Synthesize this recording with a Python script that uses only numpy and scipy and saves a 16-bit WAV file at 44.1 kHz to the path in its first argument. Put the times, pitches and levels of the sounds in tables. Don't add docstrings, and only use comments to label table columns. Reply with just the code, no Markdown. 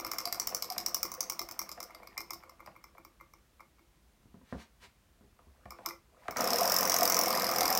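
import sys
import numpy as np
from scipy import signal
from scipy.fft import rfft, irfft
from scipy.io import wavfile
from scipy.ndimage import uniform_filter1d

SR = 44100
rng = np.random.default_rng(int(sys.argv[2]) if len(sys.argv) > 2 else 0)


def waveform_to_disk(signal):
    frames = np.transpose(np.atleast_2d(signal))
    scaled = np.clip(frames, -1, 1) * 32767
    samples = np.round(scaled).astype(np.int16)
    wavfile.write(sys.argv[1], SR, samples)


N = 343539
T = np.arange(N) / SR
SHORT = T[:SR // 8]
PUSH_S, TOP_HZ = 6.3686, 15900

# start in seconds, level in dB, pitch in Hz.
LONE_SNAPS = [(1.488, -39, 5360), (1.5916, -25.5, 5470), (1.6911, -38, 4960), (1.8031, -35.5, 5180),
              (1.9475, -44.5, 4650), (2.0721, -45, 4830), (2.1774, -30, 5140), (2.3059, -32.5, 5100),
              (2.4943, -49.5, 5030), (2.661, -49.5, 5060), (2.8403, -47.5, 5170), (3.0488, -48.5, 5200),
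              (3.3356, -54, 5500), (5.7061, -41.5, 5200), (5.86, -27, 5060), (6.309, -37.5, 5350)]

def pointer():
    out = np.zeros(N)
    lone = [(s, db, hz, 0.53 * db - 19.5) for s, db, hz in LONE_SNAPS]
    for s, db, hz, mount_db in pegs() + lone:
        add(out, s, blow(snap(hz, seconds=0.0041, ring_db=4.5), db + 0.24))
        add(out, s, blow(mount(low_db=-4, high_db=-1), mount_db))
        if db > -36 or speed(s) > 9:
            pace = max(speed(s) / 8, 1)
            bounce_s = s + .0272 / pace ** .62
            bounce_db = -36 + 1.14 * np.log2(pace)
            add(out, bounce_s, blow(snap(hz, seconds=0.0037, ring_db=3), bounce_db))
            add(out, bounce_s, blow(mount(low_db=-7, high_db=-4.5), mount_db - 4))
            add(out, bounce_s + 0.0086, blow(snap(hz, seconds=0.0063, ring_db=3), bounce_db - 6))
    return out

# start in seconds, end in seconds.
SPINS = [(-.0197, 1.45), (PUSH_S, 7.79)]
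# time in seconds, snap level in dB, pitch in Hz, mount level in dB.
PEG_FORCE = [(0, -33, 5170, -31.5), (.12, -24, 5260, -31.5), (.26, -25.5, 4950, -35.5),
             (.42, -23.5, 5600, -36.5), (.55, -21.5, 5500, -37.5), (.68, -29, 4680, -40),
             (.93, -19, 5600, -36), (1.03, -24, 5600, -31.5), (1.116, -31.5, 5800, -38.5),
             (1.2, -22.5, 5850, -37.5), (1.39, -26, 5250, -32.5), (6.37, -25.5, 5530, -31),
             (6.52, -24, 4980, -39), (6.75, -20, 5220, -47), (6.85, -22, 5500, -36), (7.02, -20, 5150, -32),
             (7.15, -19, 5760, -29.5), (7.3, -24.5, 4980, -33.5), (7.555, -27, 5260, -34),
             (7.59, -22.5, 5020, -27.5), (7.79, -21.5, 5260, -36.5)]

def pegs():
    times, *columns = np.transpose(PEG_FORCE)
    rows = []
    for s, end in SPINS:
        while s < end:
            db, hz, mount_db = (np.interp(s, times, column) for column in columns)
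            louder, higher = rng.standard_normal(2)
            rows.append((s, db + 1.5 * louder, hz * (1 + .035 * higher), mount_db))
            halfway_s = s + .5 / speed(s)
            s += 1 / speed(halfway_s)
    return rows

def speed(s):
    push_length_s = .2872
    coast = np.maximum(14.98 - 3.254 * s, 0)
    push = np.interp(s - PUSH_S, [0, push_length_s], [24.402, 45.764])
    spin = push - 3.629 * np.maximum(s - PUSH_S - push_length_s, 0)
    return np.where(s < PUSH_S, coast, spin)

# frequency in Hz, level in dB.
CLICK_TONE = [(1500, -34.5), (3200, -14.5), (4500, 11.5), (6000, 0.5), (8500, 0), (10300, -3.5), (12000, 5),
              (16000, -9)]

def snap(hz, seconds, ring_db):
    buzz = rng.standard_normal(len(SHORT)) * np.exp(-(SHORT / seconds) ** 2)
    tip = through(through(buzz, ring(hz, width_hz=800)), ring(hz, width_hz=1080))
    edge = buzz * np.exp(-SHORT / seconds / 2.2)
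    click = through(edge, colour(CLICK_TONE))
    overtone = through(edge, ring(min(2.78 * hz, TOP_HZ), width_hz=700))
    overtone_db = -3 + 4 * rng.standard_normal()
    return unit(click) + amp(ring_db) * unit(tip) + amp(overtone_db) * unit(overtone)

# pitch in Hz, width in Hz, level in dB.
MOUNT_NOTES = [(337, 16.3, 1.5), (542, 26, -11.5), (837, 130, -5), (1146, 66, 3), (1364, 76, -3.5),
               (2147, 51, 0.5), (2370, 63, -6)]

def mount(low_db, high_db):
    out = np.zeros(len(SHORT))
    for k, (hz, width, db) in enumerate(MOUNT_NOTES):
        stray_db, detune = rng.standard_normal(2) * [3, .015]
        tilt_db = np.interp(hz, [350, 500, 1400, 2100], [low_db, 0, 0, high_db])
        note = (-1) ** k * amp(db + stray_db + tilt_db) * ring(hz * (1 + detune), width)
        add(out, .013 if k == 0 else 0, note)
    return disperse(out, lag_s=0.004064)

# start in seconds, level in dB, brightness in dB.
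PEG_NUDGES = [(1.9055, -46.5, -1), (2.031, -45.5, -2), (2.179, -33.5, 9), (2.3066, -42.5, 7),
              (2.435, -45, -6), (2.6029, -44.5, -3), (2.7622, -47.5, -2), (2.9803, -45.5, -4.5),
              (3.209, -45, -2.5), (3.6042, -45, -3), (3.7917, -55.5, -1), (3.955, -63, 1),
              (5.72, -41.5, -12), (5.863, -32.5, -11), (5.9071, -38, -5), (6.323, -39, -7)]

def nudges():
    out = np.zeros(N)
    for s, db, bright_db in PEG_NUDGES:
        sway_db = 1.94 * (-51.5 - db)
        add(out, s - .009, blow(mount(low_db=0, high_db=bright_db), db - 5.5))
        add(out, s, blow(mount(low_db=sway_db, high_db=bright_db), db + 1.5))
        add(out, s, blow(snap(5060, seconds=0.0086, ring_db=-8), db - 12.5))
    return out

# frequency in Hz, level in dB.
DISC_TONE = [(80, -19), (160, -12.5), (225, -7), (400, -12), (495, -0.5), (590, -3.5), (730, -0.5),
             (880, -8.5), (1200, -5), (1550, -14), (2400, -16.5), (3100, -25), (14000, -48)]
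# start in seconds, level in dB.
DISC_KNOCKS = [(0.5228, -40.5), (0.7633, -42.5), (1.777, -46), (2.0, -56), (2.6738, -46), (2.9493, -58),
               (5.39, -59), (5.6563, -47.5), (5.787, -48), (6.2827, -32.5), (6.3616, -35)]

def wheel():
    disc, roll_db = colour(DISC_TONE), rumble_db()
    rumble = steady(through(bearing_balls(roll_db), disc))
    rumble /= np.sqrt(uniform_filter1d(rumble ** 2, SR // 5))
    hiss = steady(through(np.diff(rng.standard_normal(N + 1)), disc))
    out = (rumble + amp(-7.5) * hiss) * amp(roll_db)
    knock = disperse(disc, lag_s=0.00594)
    for s, db in DISC_KNOCKS:
        add(out, s, blow(through(contact(0.0048, grit=1.0), knock), db + 8.5))
    return out

# time in seconds, level in dB.
HAND_RUMBLE = [(5.1, -85), (5.55, -72), (5.68, -65), (5.85, -56), (6.03, -82), (6.25, -54), (6.35, -52),
               (6.39, -32), (6.6, -36), (6.7, -70)]

def rumble_db():
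    silent_speed, top_speed = 4, 45.764
    pace = np.maximum(speed(T) - silent_speed, 0) / (top_speed - silent_speed)
    rolling = amp(-32) * pace ** 1.4
    pressing = amp(np.interp(T, *np.transpose(HAND_RUMBLE)))
    return 20 * np.log10(np.hypot(rolling, pressing))

def bearing_balls(roll_db):
    out = np.zeros(N)
    bumps_per_s = 900 * amp(.45 * (roll_db - roll_db.max())) + 80
    count = np.cumsum(bumps_per_s) / SR
    for k, (when, pitch, size) in enumerate(rng.random((4000, 3))[:int(count[-1])]):
        hz = 140 * 14 ** pitch
        cycles = np.arange(-4, 4, hz / SR)
        note = np.exp(-(cycles / 1.87) ** 2) * np.sin(2 * np.pi * cycles * (1 - 0.0092 * cycles))
        add(out, np.searchsorted(count, k + when) / SR, note * hz * amp(16.5 * size))
    return out

# loudest moment in seconds, level in dB, pitch in Hz, fade time in seconds.
BEARING_JUDDERS = [(.272, -34, 705, 0.011), (.712, -30.5, 739, 0.024), (.793, -40.5, 731, 0.033),
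                   (1.184, -38, 510, 0.0074), (6.619, -15.5, 704, 0.0032), (7.024, -15.5, 704, 0.0035),
                   (7.277, -22, 755, 0.0033), (7.62, -19, 747, 0.0066), (7.717, -20.5, 762, 0.013)]

def judders():
    out, middle = np.zeros(N), SHORT[len(SHORT) // 2]
    age = SHORT - middle
    for s, db, hz, fade_s in BEARING_JUDDERS:
        swell = np.exp(np.minimum(age / 0.0038, -age / fade_s))
        add(out, s - middle, amp(db) * swell * np.sin(2 * np.pi * hz * age))
    return out

def ticks():
    out, roll_db = np.zeros(N), rumble_db()
    count = np.cumsum(speed(T)) / SR
    note = through(ring(2410, width_hz=1470), ring(2410, width_hz=5600))
    for k, (when, size) in enumerate(rng.random((300, 2))[:int(count[-1])]):
        i = np.searchsorted(count, k + when)
        add(out, T[i], blow(note, -33.5 + 0.49 * roll_db[i] + 8 * (size - .5)))
    return disperse(out, lag_s=0.00486)

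# start in seconds, level in dB, contact time in milliseconds.
FOOTFALLS = [(4.257, -57.5, 3.2), (4.343, -49.5, 0.57), (4.414, -57, 0.31), (4.526, -35, 0.078),
             (4.555, -47, 0.37), (5.21, -57, 0.3), (5.242, -58, 6), (5.471, -55.5, 12), (5.656, -50, 2.9)]
# frequency in Hz, level in dB.
FLOOR_TONE = [(28, -49), (65, 6.5), (110, -6), (250, 6), (420, -3), (1800, -12), (3000, -36), (8000, -43.5)]

def footsteps():
    out, floor = np.zeros(N), colour(FLOOR_TONE)
    for s, db, ms in FOOTFALLS:
        sole = through(contact(0.013, grit=0.98), np.exp(-SHORT * 1000 / ms))
        add(out, s, blow(through(sole, floor), db + 5))
    return out

# loudest moment in seconds, level in dB, half the length in seconds.
CLOTH_SWISHES = [(4.52, -64.5, 0.038), (4.612, -57, 0.023), (4.841, -56.5, 0.019)]
# frequency in Hz, level in dB.
CLOTH_TONE = [(300, -2.5), (1600, 1), (4000, -3), (9000, -14), (16000, -23)]

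def clothes():
    swells = sum(amp(db) * np.exp(-.5 * ((T - s) / half) ** 2) for s, db, half in CLOTH_SWISHES)
    return swells * noise(CLOTH_TONE)

# frequency in Hz, seconds to fade by 60 dB, level in dB against direct sound.
ROOM_ECHO = [(189, 0.21, 0), (1210, 0.22, -4), (5600, 0.24, -7), (12300, 0.21, -9.5)]

def room():
    t = T[:SR // 2]
    hz, fades_s, levels_db = np.transpose(ROOM_ECHO)
    log_hz = np.log(np.maximum(np.fft.rfftfreq(len(t), 1 / SR), 1))
    spectrum, response = rfft(rng.standard_normal(len(t))), np.zeros(len(t))
    for share, fade_s, db in zip(np.eye(len(hz)), fades_s, levels_db):
        band = irfft(spectrum * np.interp(log_hz, np.log(hz), share), len(t))
        tail = np.exp(-np.log(1000) * t / fade_s) * (1 - np.exp(-t / 0.00095))
        response += amp(db) * band * unit(tail)
    response[0] += 1
    add(response, .0093, amp(-12) * np.array([.5, -.5]))
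    return response

# frequency in Hz, level in dB.
AIR_TONE = [(18, -23.5), (50, 5.5), (110, -7), (200, -9), (600, -18), (1500, -20.5), (4500, -26.5),
            (15500, -31.5)]

def air():
    return amp(-66.5) * noise(AIR_TONE)

def amp(db):
    return 10 ** (np.asarray(db) / 20)

def unit(x):
    return x / np.sqrt(np.sum(x ** 2))

def steady(x):
    return x / np.std(x)

def blow(x, db):
    return unit(x) * amp(db) * np.sqrt(SR / 400)

def add(track, s, x):
    i = int(s * SR)
    x, i = x[max(-i, 0):], max(i, 0)
    track[i:i + len(x)] += x[:max(len(track) - i, 0)]

def through(x, response):
    return signal.fftconvolve(x, response)[:len(x)]

def colour(tone, size=4096):
    hz, db = np.transpose(tone)
    grid = np.maximum(np.fft.rfftfreq(size, 1 / SR), 1)
    cepstrum = irfft(np.log(amp(np.interp(np.log(grid), np.log(hz), db))))
    cepstrum[1:size // 2] *= 2
    cepstrum[size // 2 + 1:] = 0
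    return unit(irfft(np.exp(rfft(cepstrum))))

def noise(tone):
    return steady(through(rng.standard_normal(N), colour(tone)))

def ring(hz, width_hz):
    return unit(np.exp(-np.pi * width_hz * SHORT) * np.sin(2 * np.pi * hz * SHORT))

def contact(seconds, grit):
    x = grit * unit(rng.standard_normal(len(SHORT)) * np.exp(-SHORT / seconds))
    x[0] += 1
    return x

def disperse(x, lag_s):
    hz = np.fft.rfftfreq(2 * len(x), 1 / SR)
    slowness = 1 / np.sqrt(np.clip(hz, 200, 2500) / 1000)
    delay = lag_s * (slowness - slowness[-1])
    phase = 2 * np.pi * np.cumsum(delay) * hz[1]
    return irfft(rfft(x, 2 * len(x)) * np.exp(-1j * phase))[:len(x)]

def scene():
    walls = room()
    sources = amp(-1.5) * (pointer() + nudges())
    sources += amp(-3) * (wheel() + judders())
    sources += amp(0.8) * (footsteps() + clothes())
    sources += ticks()
    return (through(sources, walls) + air())[None]

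def record(dry):
    return signal.sosfilt(signal.ellip(8, .2, 70, TOP_HZ, fs=SR, output="sos"), dry)

dry = scene()
out = record(dry)
waveform_to_disk(out)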